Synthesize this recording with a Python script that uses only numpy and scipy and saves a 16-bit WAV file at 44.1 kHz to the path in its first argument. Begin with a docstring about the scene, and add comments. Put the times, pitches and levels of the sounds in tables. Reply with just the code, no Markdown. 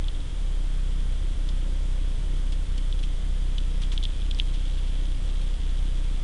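"""A quiet winter garden. From the start a low electrical hum runs, stumbling now and then, over faint
rumble, the hiss of the electronics and a hush of sifting powder. A few bits of ice tick on twigs at once;
from 1 s on, snow clumps drop through the branches and crumble into patters. Ice and snow thicken into
one short flurry from 3.6 to 4.5 s, and a last clump falls at 5.4 s.
A small microphone rings near 3.3 kHz with every contact."""
import sys
import numpy as np
from scipy import signal
from scipy.fft import rfft, irfft, next_fast_len
from scipy.io import wavfile
from scipy.ndimage import uniform_filter1d

SR = 44100
rng = np.random.default_rng(int(sys.argv[2]) if len(sys.argv) > 2 else 0)


def generate_wav(signal):
    """Clip the signal to [-1, 1] and save it as 16-bit WAV at the path in sys.argv[1]."""
    frames = np.transpose(np.atleast_2d(signal))
    scaled = np.clip(frames, -1, 1) * 32767
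    pcm = np.round(scaled).astype(np.int16)
    wavfile.write(sys.argv[1], SR, pcm)


N = 274743
T = np.arange(N) / SR


def undb(db):
    """Decibels to gain."""
    return 10 ** (np.asarray(db) / 20)


def level(x, db):
    """Scale to an rms level."""
    return x * undb(db) / np.sqrt(np.mean(x ** 2))


def drift(rate_hz):
    """Smooth random drift with a spread near 1."""
    span = int(SR / rate_hz)
    steps = np.repeat(rng.standard_normal(N // span + 2), span)
    return 1.2 * uniform_filter1d(steps, span)[span // 2:span // 2 + N]


def noise(spectrum):
    """Noise coloured by a curve of (Hz, dB) points."""
    hz, db = np.transpose(spectrum)
    size = next_fast_len(N)
    bins_hz = np.maximum(np.fft.rfftfreq(size, 1 / SR), 1)
    colour = undb(np.interp(np.log(bins_hz), np.log(hz), db))
    return irfft(rfft(rng.standard_normal(size)) * colour, size)[:N]


def resonate(x, hz, width_hz):
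    """One resonance, gain 1 at its centre."""
    return signal.lfilter(*signal.iirpeak(hz, hz / width_hz, fs=SR), x)


def grains(size, per_s, spread_db):
    """Random tiny contacts, most weak and a few strong."""
    hit = rng.random(size) < per_s / SR
    strength = undb(spread_db * np.minimum(rng.exponential(size=size), 4))
    return hit * strength * rng.choice([-1, 1], size)


def place(out, start_s, sound, peak_db):
    """Mix in a sound at a time and a peak level."""
    i = int(start_s * SR)
    out[i:i + len(sound)] += (sound * undb(peak_db) / (np.abs(sound).max() + 1e-12))[:N - i]


# The tone curves of the rumble and the hiss. Each row: frequency in Hz, relative level in dB.
RUMBLE_CURVE = [(15, -6.5), (35, -9), (55, -7), (80, -9), (105, -16), (135, -19.5), (210, -23),
                (290, -22.5), (360, -30), (520, -29.5), (750, -39.5), (1500, -54)]
HISS_CURVE = [(100, 4), (700, 1), (1200, 1.04), (2200, -0.9), (3300, -7.5), (4500, -8), (6000, -8),
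              (8000, -8), (9800, -8.5), (10500, -17), (11000, -54)]
# Thin electrical whines. Each row: pitch in Hz, rms level in dB.
WHINE_TONES = [(480, -67.5), (531, -66.5), (625, -73), (3120, -69), (3400, -67), (4800, -73.5), (5600, -78),
               (7400, -81), (9600, -88)]
def noise_floor(rumble_db=-39, hiss_db=-51):
    """The bed: a gently wavering rumble, with even hiss and steady whines from the electronics."""
    rumble = noise(RUMBLE_CURVE) * undb(0.61 * drift(6.4))
    whines = sum(undb(db) * np.sqrt(2) * np.sin(2 * np.pi * hz * T) for hz, db in WHINE_TONES)
    return level(rumble, rumble_db) + level(noise(HISS_CURVE), hiss_db) + whines


# The hum's harmonics. Each row: multiple of the pitch, level in dB relative to the fundamental.
HUM_HARMONICS = [(1, 0), (2, -12.5), (3, -33), (4, -23), (5, -27.5), (6, -31.5), (7, -46.5), (8, -38.5),
                 (9, -39), (10, -36.5)]
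def hum(pitch_hz=31.25, tone_db=-22.96, jitter_cycles=0.014, flutter_db=2, rasp_db=-56, sputter_db=-40):
    """A rounded sawtooth in the supply; when it stumbles it lags, sags and sputters."""
    lag_cycles, gain, upset = stumbles()
    phase = 2 * np.pi * (pitch_hz * T - lag_cycles + jitter_cycles * drift(25))
    tone = np.zeros(N)
    for k, db in HUM_HARMONICS:
        flutter = flutter_db * min((k - 1) / 4, 1) * drift(18)  # the upper harmonics flutter most
        shift = np.pi / 4 if k <= 2 else 0
        tone += undb(db + flutter) * np.cos(k * phase + shift)
    # a soft rasp once a cycle, near the crest of the wave
    rasp = rng.standard_normal(N) * np.exp(2 * np.cos(phase + np.pi / 4))
    rasp = resonate(resonate(rasp, 285, 130), 285, 260)
    sputter = resonate(resonate(rng.standard_normal(N), 65, 55), 72, 67)
    return (level(tone, tone_db) + level(rasp, rasp_db)) * gain + upset * level(sputter, sputter_db)


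# The hum cuts out for an instant. Each entry: centre of the gap in seconds.
HUM_GAPS = [0.117, 1.356, 2.665, 4.142, 5.582]
def stumbles(first_sag_s=1.185, sag_every_s=1.007, sag_half_s=0.0418, gap_half_s=0.014):
    """The hum's lag, gain and sputter strength: one long sag, then one about every second, plus gaps."""
    sags = [(0.288, 0.0985)]  # the long sag: centre and half length in seconds
    sags += [(s, sag_half_s) for s in np.arange(first_sag_s, T[-1], sag_every_s)]
    # the longer a sag, the further it lags and the deeper it dips
    dips = [(s, half_s, 4.7 * half_s, 6.2 * half_s) for s, half_s in sags]
    dips += [(s, gap_half_s, 0, 1) for s in HUM_GAPS]
    lag_cycles, gain, upset = np.zeros(N), np.ones(N), np.zeros(N)
    for centre_s, half_s, cycles, depth in dips:
        bump = np.exp(-((T - centre_s) / half_s) ** 2)
        lag_cycles += cycles * bump
        gain *= 1 - depth * bump
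        upset += bump
    return lag_cycles, gain, upset


def sifting(hush_db=-54.5, calm_db=-67, shaken_db=-52, settle_s=2.05):
    """Far trees shed powder as a smooth hush; nearer specks patter on their own."""
    hush = resonate(microphone(rng.standard_normal(N)), 3100, 3300) * undb(0.1 * drift(4.95))
    specks = resonate(microphone(grains(N, per_s=400, spread_db=2.7)), 3000, 4500)
    # each fall shakes powder loose in step with its size, and the powder slowly settles
    powder = sum(undb(db) * (T > s) * np.exp(-np.abs(T - s) / settle_s)
                 for s, db, _ in ICE_HITS + SNOW_CLUMPS)
    speck_gain = np.sqrt(undb(calm_db) ** 2 + undb(shaken_db) ** 2 * powder)
    return level(hush, hush_db) + level(specks, 0) * speck_gain


# The microphone's ring. Each row: centre in Hz, width in Hz, gain in dB.
MIC_RESONANCES = [(3300, 605, 11.5), (4930, 1600, -9.5), (6630, 1800, -23), (8150, 1100, -10)]
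def microphone(x):
    """The capsule rings briefly at its resonances."""
    return sum(undb(db) * resonate(x, hz, width_hz) for hz, width_hz, db in MIC_RESONANCES)


def twig(force, hz, width_hz, cut_hz):
    """A damped twig; being thin, it radiates almost nothing below its ring."""
    low_cut = signal.butter(4, cut_hz, "high", fs=SR, output="sos")
    return signal.sosfilt(low_cut, resonate(force, hz, width_hz))


# Ice ticking on twigs. Each row: start in seconds, peak level in dB, ring pitch in Hz.
ICE_HITS = [(.042, -33, 3480), (0.083, -27, 3460), (0.085, -28, 3260), (.149, -37, 3500), (.204, -38, 3680),
            (1.489, -32, 3300), (1.49, -33, 4750), (2.926, -26.5, 3400), (3.037, -30, 2800),
            (3.583, -23, 3320), (3.8357, -27, 3070), (3.9187, -27.5, 3300), (3.9775, -18, 3440),
            (4.028, -26, 3370), (4.04, -27.5, 3800), (4.0526, -19.5, 3300), (4.2186, -33, 3340),
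            (4.3121, -21, 3360), (4.347, -31.5, 4930), (4.3986, -10.5, 3300)]
def ice(light_db=-30, light_width_hz=690, crumb_s=0.0034, contact_s=0.00006):
    """Ice strikes a twig: a light piece lets it ring and crumbles, a heavy one damps it and stays whole."""
    out, t = np.zeros(N), T[:SR // 25]
    for start_s, db, hz in ICE_HITS:
        weight_db = db - light_db
        width_hz = light_width_hz * 2 ** (weight_db / 15)
        crumb_share = 0.33 / 2 ** (weight_db / 20)
        force = grains(len(t), per_s=4100, spread_db=1.6)
        force *= np.exp(-t / crumb_s) * (1 - np.exp(-3 * t / crumb_s))
        force *= crumb_share / (np.linalg.norm(force) + 1e-9)
        force[0] = 1  # the strike itself, ahead of its crumbs
        # heavier pieces push longer and sound rounder
        push = signal.windows.gaussian(16, contact_s * SR * np.exp(0.091 * (db + 10)))
        cut_hz = max(hz - 0.62 * width_hz, 1800)  # a well damped twig reaches further below its ring
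        tick = twig(np.convolve(force, push), hz, width_hz, cut_hz)
        place(out, start_s, microphone(tick), db)
    return out


# Snow clumps bursting on needles. Each row: start in seconds, peak level in dB, crumble time in seconds.
SNOW_CLUMPS = [(1.003, -41, .0015), (1.49, -35.5, .008), (2.52, -34.5, 0.012), (2.777, -32, .005),
               (2.989, -36.5, 0.0077), (3.028, -33, .011), (3.579, -27.5, 0.0054), (3.816, -31.5, 0.016),
               (3.92, -30, 0.021), (4.034, -25.5, 0.0038), (4.309, -30.5, 0.0029), (4.386, -29.5, 0.0094),
               (4.538, -36, 0.013), (5.412, -38, 0.015)]
def snow_clumps(rise_s=0.0016, big_crumble_s=0.016):
    """A soft clump breaks up into a dense, dying shower of grains with a faint broad crunch."""
    out, t = np.zeros(N), T[:SR // 12]
    for start_s, db, crumble_s in SNOW_CLUMPS:
        force = grains(len(t), per_s=7000, spread_db=2.8)
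        force *= (1 - np.exp(-t / rise_s)) * np.exp(-t / crumble_s)
        patter = microphone(twig(force, hz=3500, width_hz=5000, cut_hz=2300))
        crunch = undb(-19) * resonate(force, 2300, 9000)
        # big, slowly crumbling clumps also land with a dull puff
        puff = undb(-3) * (crumble_s / big_crumble_s) ** 2 * resonate(force, 900, 1500)
        place(out, start_s, patter + crunch + puff, db)
    return out


def scene():
    """Falling ice and snow over the hum and the noise floor, in mono."""
    return (ice() + snow_clumps() + sifting() + hum() + noise_floor())[None]


def record(dry):
    """The recorder cuts the top steeply; its converter sits slightly off zero."""
    top_hz, dc_offset = 10750, -0.02
    high_cut = signal.ellip(10, 0.2, 80, top_hz, fs=SR, output="sos")
    return signal.sosfilt(high_cut, dry) + dc_offset


dry = scene()
out = record(dry)
generate_wav(out)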